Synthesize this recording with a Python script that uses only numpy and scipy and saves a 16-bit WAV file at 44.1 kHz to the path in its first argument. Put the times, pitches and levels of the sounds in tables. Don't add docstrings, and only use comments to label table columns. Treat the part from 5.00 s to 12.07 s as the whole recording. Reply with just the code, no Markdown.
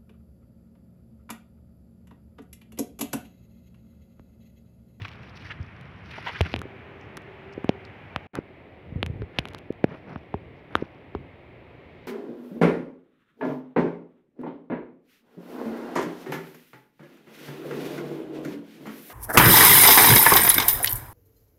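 import sys
import numpy as np
from scipy import signal
from scipy.fft import rfft, irfft, next_fast_len
from scipy.io import wavfile
from scipy.ndimage import uniform_filter1d

SR = 44100
rng = np.random.default_rng(int(sys.argv[2]) if len(sys.argv) > 2 else 0)


def wav_out(sig):
    wavfile.write(sys.argv[1], SR, np.round(np.clip(np.atleast_2d(sig).T, -1, 1) * 32767).astype(np.int16))


N = 311787
TIME = np.arange(N) / SR
SLOPE_S, BREAK_S, OPEN_S = 1.62, 3.27, 3.334
SNAP_HZ, SNAP_WIDTH_HZ = 5970, 1400
TICK_HZ, TICK_WIDTH_HZ = 10120, 1800

# start_s, level_db, pitch_ratio, hardness_db_per_octave,
# place_db (+ favours the odd modes), case_ring_db, hollow_hz, treble_edge_hz, snap_db
KNOCKS = [(0.0519, -35.5, 0.82, 5.5, 2, -54, 500, 6400, -65),
          (1.4077, -13.5, 1.12, 0.5, -1.5, -40.0, 1190, 3670, -47.0),
          (1.412, -20, 0.66, 1.6, -5, -40.0, 1380, 6200, -25.5),
          (1.54, -18, 0.74, -0.8, -4.5, -33, 473, 6000, -65.0),
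          (1.5623, -41.5, 0.75, 0.6, -20, -28.5, 600.0, 6200.0, -36),
          (1.6166, -30.5, 1.25, 2.5, 6, -49, 3060, 6170, -33),
          (2.1708, -34.5, 1.82, 8, 9, -54, 2460, 7500.0, -28.5),
          (2.175, -32.5, 1.22, 0.8, 3.5, -54.0, 470.0, 6200.0, -39),
          (2.644, -43.5, 1.03, -2.5, 22.5, -32, 1300, 7540, -44),
          (2.6923, -12, 0.74, -2.5, 0, -53, 1390, 7540, -38.5),
          (3.1615, -20, 0.85, 5.5, 9, -30, 910, 6160, -35.5),
          (3.3538, -30.5, 1.32, 7, 7.5, -48, 2790.0, 6200.0, -28.5),
          (4.029, -15, 0.93, 1.9, 0.3, -28, 1000, 5200.0, -30.5),
          (4.0632, -34.5, 0.62, 5, -2, -26.5, 1340.0, 6200.0, -31),
          (4.22, -38, 1.3, 2, 10.5, -21, 1220, 6040, -75),
          (4.387, -33, 0.86, 2, -21.5, -44, 445, 5900, -31),
          (4.3906, -25, 0.9, 3.5, -3.5, -29, 980.0, 7500.0, -26.5),
          (4.4545, -29, 0.59, 3, -2, -53, 1920.0, 5200.0, -40),
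          (4.5476, -45.5, 1.3, -0.6, -21, -35, 690, 5900, -37.5),
          (4.8421, -14.5, 0.42, -3.5, -6.5, -33, 3320, 6050, -40),
          (5.1595, -43, 0.86, 0.9, 22, -34, 930, 7540, -63.0),
          (5.3414, -31.5, 0.75, 0.2, 16, -24.5, 1350, 7500.0, -59),
          (5.7534, -8, 1.25, 4, 3, -27, 2540, 4250, -29.5),
          (6.1503, -35.5, 0.66, -6.5, -12.5, -23.5, 576, 6000, -63)]
# frequency_hz, level_db
SAND = [(2200, -2), (4000, 4.5), (5700, 3), (7000, -24), (8500, -27.5), (10800, -19), (16000, -37)]


def from_db(db):
    return 10 ** (np.asarray(db) / 20)


def rms_one(x):
    return x / np.sqrt(np.mean(x ** 2) + 1e-20)


def add(out, start_s, sound):
    i = max(round(start_s * SR), 0)
    out[i:i + len(sound)] += sound[:N - i]


def level_curve(rows):
    times, db = np.transpose(rows)
    return from_db(np.interp(TIME, times, db)) * (TIME <= times[-1])


def gestures(rows, attack_s, release_s):
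    power = 0
    for start_s, length_s, db in rows:
        rise = np.clip((TIME - start_s) / attack_s + .5, 0, 1)
        decay = np.exp(-np.maximum(TIME - start_s - length_s, 0) / release_s)
        power = power + (from_db(db) * rise * decay) ** 2
    return np.sqrt(power)


def press(centre_s, half_s):
    return np.exp(-np.minimum(((TIME - centre_s) / half_s) ** 2, 60))


def drift(rate_hz):
    knots = rng.standard_normal(4096)
    return rms_one(np.interp(TIME * rate_hz, np.arange(len(knots)), knots))


def grains(per_s, spread_db, clump_db):
    sizes = from_db(spread_db * np.minimum(rng.exponential(1, N), 4)) * rng.choice([-1, 1], N)
    return sizes * (rng.random(N) < per_s / SR) * from_db(clump_db * drift(rate_hz=290))


def cut(x, hz, kind, order=2):
    return signal.sosfilt(signal.butter(order, min(hz, .45 * SR), kind, fs=SR, output="sos"), x)


def coloured(x, spectrum):
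    hz, db = np.transpose(spectrum)
    size = next_fast_len(N)
    bins_hz = np.maximum(np.fft.rfftfreq(size, 1 / SR), 1)
    gain = from_db(np.interp(np.log(bins_hz), np.log(hz), db)) * np.minimum(bins_hz / hz[0], 1) ** 2
    return rms_one(irfft(rfft(x, size) * gain, size)[:N])


def bell(x, hz, width_hz, db):
    return x + (from_db(db) - 1) * signal.lfilter(*signal.iirpeak(hz, hz / width_hz, fs=SR), x)


def resonant(x, hz, width_hz):
    resonator = signal.iirpeak(hz, hz / width_hz, fs=SR)
    return rms_one(signal.lfilter(*resonator, signal.lfilter(*resonator, x + 1e-18)))


def struck(hz, width_hz, cutoff_ratio=1.98, size=1024):
    radius = np.exp(-np.pi * width_hz / SR)
    feedback = [1, -2 * radius * np.cos(2 * np.pi * hz / SR), radius * radius]
    ring = signal.lfilter([1, 0, -1], feedback, signal.unit_impulse(size))
    ring = cut(ring, cutoff_ratio * hz, "low")
    return ring / np.abs(ring).max()


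def swing(hz, t60_s, rise_cycles=0.1, size=12000):
    t = np.arange(size) / SR
    rise = 1 - np.exp(-t * hz / rise_cycles)
    return -from_db(-60 * t / t60_s) * rise * np.sin(2 * np.pi * hz * t)


def air():
    # frequency_hz, level_db
    bank_spectrum = [(35, -20), (90, 3), (165, 2), (320, -14), (760, -12), (2300, -12.5), (3100, -21.5),
                     (5000, -42), (8000, -56.5), (11000, -52), (16000, -72)]
    slope_spectrum = [(35, -21), (90, 5), (170, -1.5), (350, -5), (780, -7.5), (1150, -13.5), (2250, -10),
                      (3100, -20), (4300, -35.5), (7600, -54.5)]
    open_spectrum = [(35, -18), (70, -3.5), (140, -1.5), (210, -8.5), (350, -4.5), (640, -10), (1050, -18),
                     (1500, -22.5), (2150, -15), (3700, -33), (6400, -58.5)]
    places = [(bank_spectrum, -47, TIME < SLOPE_S),
              (slope_spectrum, -45.5, (TIME >= SLOPE_S) & (TIME < OPEN_S)),
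              (open_spectrum, -48.5, TIME >= OPEN_S)]
    return sum(from_db(db) * here * coloured(rng.standard_normal(N), spectrum)
               for spectrum, db, here in places)


def drone():
    # time_s, level_db
    swell = [(0, -108), (1.5, -55), (2.85, -49.5), (3.1, -73)]
    return level_curve(swell) * resonant(rng.standard_normal(N), hz=390, width_hz=36)


def grass():
    # time_s, level_db
    gust = [(6.2, -91), (7.1, -69)]
    return level_curve(gust) * resonant(rng.standard_normal(N), hz=3500, width_hz=1200)


def rumble(breeze_db=-49):
    # start_s, length_s, level_db
    grips = [(1.523, 0.075, -38.5), (3.867, 0.19, -46.5), (3.949, 0.26, -38), (4.417, 0.11, -46.5),
             (4.829, 0.084, -48), (5.334, 0.2, -49), (6.137, 0.074, -42.5)]
    # frequency_hz, level_db
    spectrum = [(35, -29.5), (55, -7), (80, 2), (140, -2.5), (250, -10), (500, -16), (1000, -72.5)]
    shake = gestures([(0, SLOPE_S, breeze_db), *grips], attack_s=0.02, release_s=0.033)
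    return shake * coloured(rng.standard_normal(N), spectrum)


def thumps(push_db=3, case_hz=79.5, case_t60_s=0.066):
    # start_s, pitch_hz, level_db, t60_s
    pushes = [(0.013, 101, -28, 0.16), (0.6, 90, -22, 0.081), (1.407, 85, -11, 0.094),
              (3.923, 116, -15.5, 0.014), (3.959, 103, -10, 0.017), (4.099, 98, -12, 0.016),
              (4.205, 107, -23.5, 0.069), (4.219, 415, -31, 0.066), (4.388, 140, -13.5, 0.022),
              (5.3418, 404, -24, 0.05), (5.3415, 1010, -36, 0.0076), (6.1506, 413, -27, 0.049),
              (6.1505, 1050, -36, 0.004)]
    out = np.zeros(N)
    for start_s, hz, db, t60_s in pushes:
        add(out, start_s, from_db(db + push_db) * swing(hz, t60_s))
    for start_s, _, _, _, _, case_ring_db, *_ in KNOCKS:
        add(out, start_s, from_db(case_ring_db + push_db) * swing(case_hz, case_t60_s))
    return cut(out, 62.7, "high", order=4)


def taps(half_s=0.0015, size=1024):
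    # centre_s, pitch_hz, level_db
    contacts = [(1.656, 340, -27), (2.58, 347, -19.5), (3.389, 310, -14.5), (4.706, 336, -13.5),
                (5.8254, 344, -14)]
    out, t = np.zeros(N), (np.arange(size) - size / 2) / SR
    window = np.exp(-(t / half_s) ** 2)
    for centre_s, hz, db in contacts:
        add(out, centre_s + t[0], from_db(db) * np.cos(2 * np.pi * hz * t) * window)
    return cut(out, 41, "high", order=1)


def port(x):
    # centre_hz, width_hz, gain_db
    dips = [(2020, 480, -4.5), (4570, 3400, -8), (8950, 3400, -8), (13700, 2600, -6.5)]
    for hz, width_hz, db in dips:
        x = bell(x, hz, width_hz, db)
    return x


def knocks(pivot_hz=1000, edge_depth_db=17, scatter_db=-31, scatter_t60_s=0.19, size=4096):
    # frequency_hz, width_hz, level_db
    modes = [(240, 170, -1.5), (462, 1290, 3.5), (1046, 380, 2), (3170, 1700, 7.5)]
    out, t = np.zeros(N), np.arange(size) / SR
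    snap = struck(TICK_HZ, TICK_WIDTH_HZ) - struck(SNAP_HZ, SNAP_WIDTH_HZ)
    for start_s, db, pitch, hardness, place_db, _, hollow_hz, edge_hz, snap_db in KNOCKS:
        body = 0
        for k, (hz, width_hz, mode_db) in enumerate(modes):
            sign = (-1) ** k
            level_db = db + mode_db + hardness * np.log2(hz / pivot_hz) + sign * place_db
            body = body + sign * from_db(level_db) * struck(hz * pitch, width_hz)
        body = bell(body, hollow_hz, width_hz=0.72 * hollow_hz, db=-9.5)
        contact = signal.cheby2(4, edge_depth_db, edge_hz, fs=SR, output="sos")
        add(out, start_s, signal.sosfilt(contact, body) + from_db(snap_db) * snap)
    scatter = rng.standard_normal(size) * from_db(-60 * t / scatter_t60_s)
    scatter *= from_db(scatter_db) / np.linalg.norm(scatter)
    return cut(out + signal.fftconvolve(out, scatter)[:N], 83, "high")


def crumbs(hz=3100, width_hz=1700, tick_db=-9, scatter_octaves=0.14):
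    # start_s, level_db
    fractures = [(.812, -37), (1.5915, -25.5), (2.22, -43), (2.8573, -49), (4.4405, -47), (4.4766, -38),
                 (4.486, -26.5), (4.504, -44), (4.535, -33), (4.5828, -34.5), (4.5872, -31), (4.725, -38.5),
                 (5.765, -32)]
    out = np.zeros(N)
    tick = from_db(tick_db) * struck(TICK_HZ, TICK_WIDTH_HZ)
    detunes = scatter_octaves * rng.uniform(-1, 1, len(fractures))
    for (start_s, db), octaves in zip(fractures, detunes):
        add(out, start_s, from_db(db) * (struck(hz * 2 ** octaves, width_hz) + tick))
    return out


def trickle():
    # start_s, length_s, level_db
    runs = [(.6, 0.77, -73.5), (4.4, 0.15, -83), (4.89, 0.082, -73), (5.08, 0.052, -70),
            (5.76, 0.047, -69.5)]
    ticks = grains(per_s=700, spread_db=5.5, clump_db=3.5)
    return gestures(runs, attack_s=0.014, release_s=0.085) * coloured(ticks, SAND)


def squeaks(width_hz=1400):
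    # centre_s, half_length_s, level_db, pitch_hz
    scratches = [(0.631, 0.0017, -51, 5270), (2.02, 0.029, -70.5, 5400), (2.532, 0.0038, -54, 5100),
                 (2.858, 0.008, -53.5, 4300), (5.58, 0.015, -69, 4740)]
    slips = grains(per_s=2300, spread_db=6.5, clump_db=5.5)
    return sum(np.sqrt(press(centre_s, half_s)) * from_db(db) * resonant(slips, hz, width_hz)
               for centre_s, half_s, db, hz in scratches)


def drags(catch_db=3.0, attack_s=0.037, release_s=0.033):
    # start_s, length_s, dust_db, sand_db
    strokes = [(0, 0.12, -48.5, -63.5), (0.14, 0.16, -59, -69), (0.343, 0.073, -52, -60.5),
               (0.439, 0.038, -61, -53.5), (1.04, 0.077, -55, -62.5), (1.107, 0.09, -58, -59.5),
               (1.238, 0.28, -51.5, -57)]
    # frequency_hz, level_db
    dust_spectrum = [(1000, -14), (2500, 6), (4000, -4.5), (8000, -31)]
    catch = from_db(catch_db * drift(rate_hz=70))
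    dust = coloured(catch * grains(per_s=4100, spread_db=-0.5, clump_db=7.5), dust_spectrum)
    sand = coloured(catch * grains(per_s=6000, spread_db=-1.0, clump_db=3.0), SAND)
    dust_gain = gestures([(s, length, db) for s, length, db, _ in strokes], attack_s, release_s)
    sand_gain = gestures([(s, length, db) for s, length, _, db in strokes], attack_s, release_s)
    return dust_gain * dust + sand_gain * sand


def rasps(slip_s=0.0023, slips=13, jitter=0.377, rise_octaves_per_s=6.8, scatter_octaves=0.23):
    # centre_s, half_length_s, grit_db, stone_hz, stone_db
    runs = [(0.054, 0.003, -30, 1430, -30), (0.513, 0.0086, -29, 1620, -40), (1.184, 0.0042, -38, 720, -31),
            (1.272, 0.0066, -26.5, 980, -25.5), (1.293, 0.01, -30.5, 990, -30),
            (1.362, 0.011, -34, 1700, -34.5)]
    # frequency_hz, width_hz, level_db
    grit_modes = [(1780, 290, 0.5), (2850, 400, -2.5)]
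    stone_width_hz, snap_db = 300, -24
    out = np.zeros(N)
    snap = struck(SNAP_HZ, SNAP_WIDTH_HZ, cutoff_ratio=0.43) + .1 * struck(TICK_HZ, TICK_WIDTH_HZ)
    for centre_s, half_s, grit_db, stone_hz, stone_db in runs:
        modes = [(stone_hz, stone_width_hz, stone_db)]
        modes += [(hz, width_hz, grit_db + db) for hz, width_hz, db in grit_modes]
        for k, (offset, *detunes) in enumerate(rng.uniform(-1, 1, (slips, len(modes) + 1))):
            lag_s = (k - slips // 2 + jitter * offset) * slip_s
            slip = from_db(grit_db + snap_db) * snap
            for (hz, width_hz, db), detune in zip(modes, detunes):
                pitch = 2 ** (rise_octaves_per_s * lag_s + scatter_octaves * detune)
                ring = struck(hz * pitch, width_hz, cutoff_ratio=1)
                slip = slip + rng.choice([-1, 1]) * from_db(db) * ring
            add(out, centre_s + lag_s, np.exp(-.5 * (lag_s / half_s) ** 2) * slip)
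    return out


def gravel(quality_factor=9, stone_sizes=14):
    out = np.zeros(N)
    for hz in np.geomspace(700, 7000, stone_sizes):
        cracks = grains(per_s=350, spread_db=0.0, clump_db=-0.5)
        out += signal.lfilter(*signal.iirpeak(hz, quality_factor, fs=SR), cracks)
    return rms_one(out)


def crunches(judder_db=2.0):
    # centre_s, half_length_s, grit_db, earth_db
    presses = [(0.477, 0.039, -48, -68), (1.151, 0.029, -43, -60), (1.35, 0.13, -43, -56),
               (1.462, 0.011, -39, -37), (3.37, 0.017, -45.5, -34), (4.379, 0.026, -48.5, -47.5),
               (4.493, 0.095, -57, -49.5), (4.927, 0.032, -52, -40), (5.112, 0.036, -58.5, -41),
               (5.779, 0.05, -50.5, -41)]
    # frequency_hz, level_db
    grit_spectrum = [(400, -37), (800, -6), (1400, 1.5), (2100, 4), (2800, -2), (4000, -14.5), (6000, -28),
                     (8000, -41), (10800, -23), (14000, -49)]
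    earth_spectrum = [(70, -16.5), (150, 10.5), (350, 0), (700, -2), (1050, -6.5), (1800, -10.5),
                      (5000, -81.5)]
    grit_power, earth_power = np.zeros(N), np.zeros(N)
    for centre_s, half_s, grit_db, earth_db in presses:
        load = press(centre_s, half_s)
        grit_power += load * from_db(grit_db) ** 2
        earth_power += load * from_db(earth_db) ** 2
    cracks = rms_one(grains(per_s=2500, spread_db=1.5, clump_db=6.5)) + gravel()
    judder = from_db(judder_db * drift(rate_hz=190))
    grit = coloured(cracks * judder, grit_spectrum)
    earth = coloured(grains(per_s=2100, spread_db=-2.0, clump_db=1.0), earth_spectrum)
    return np.sqrt(grit_power) * grit + np.sqrt(earth_power) * earth


def scene():
    impacts = port(knocks() + crumbs()) + taps() + thumps()
    footwork = crunches() + rasps() + drags() + trickle() + squeaks()
    background = rumble() + air() + grass() + drone()
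    return (impacts + footwork + background)[None]


def record(dry, break_db=-36, stopband_hz=16600):
    in_break = (TIME > BREAK_S) & (TIME < OPEN_S)
    gate = uniform_filter1d(np.where(in_break, from_db(break_db), 1.), size=64)
    low_pass = signal.cheby2(14, 60, stopband_hz, fs=SR, output="sos")
    return signal.sosfilt(low_pass, dry * gate)


dry = scene()
out = record(dry)
wav_out(out)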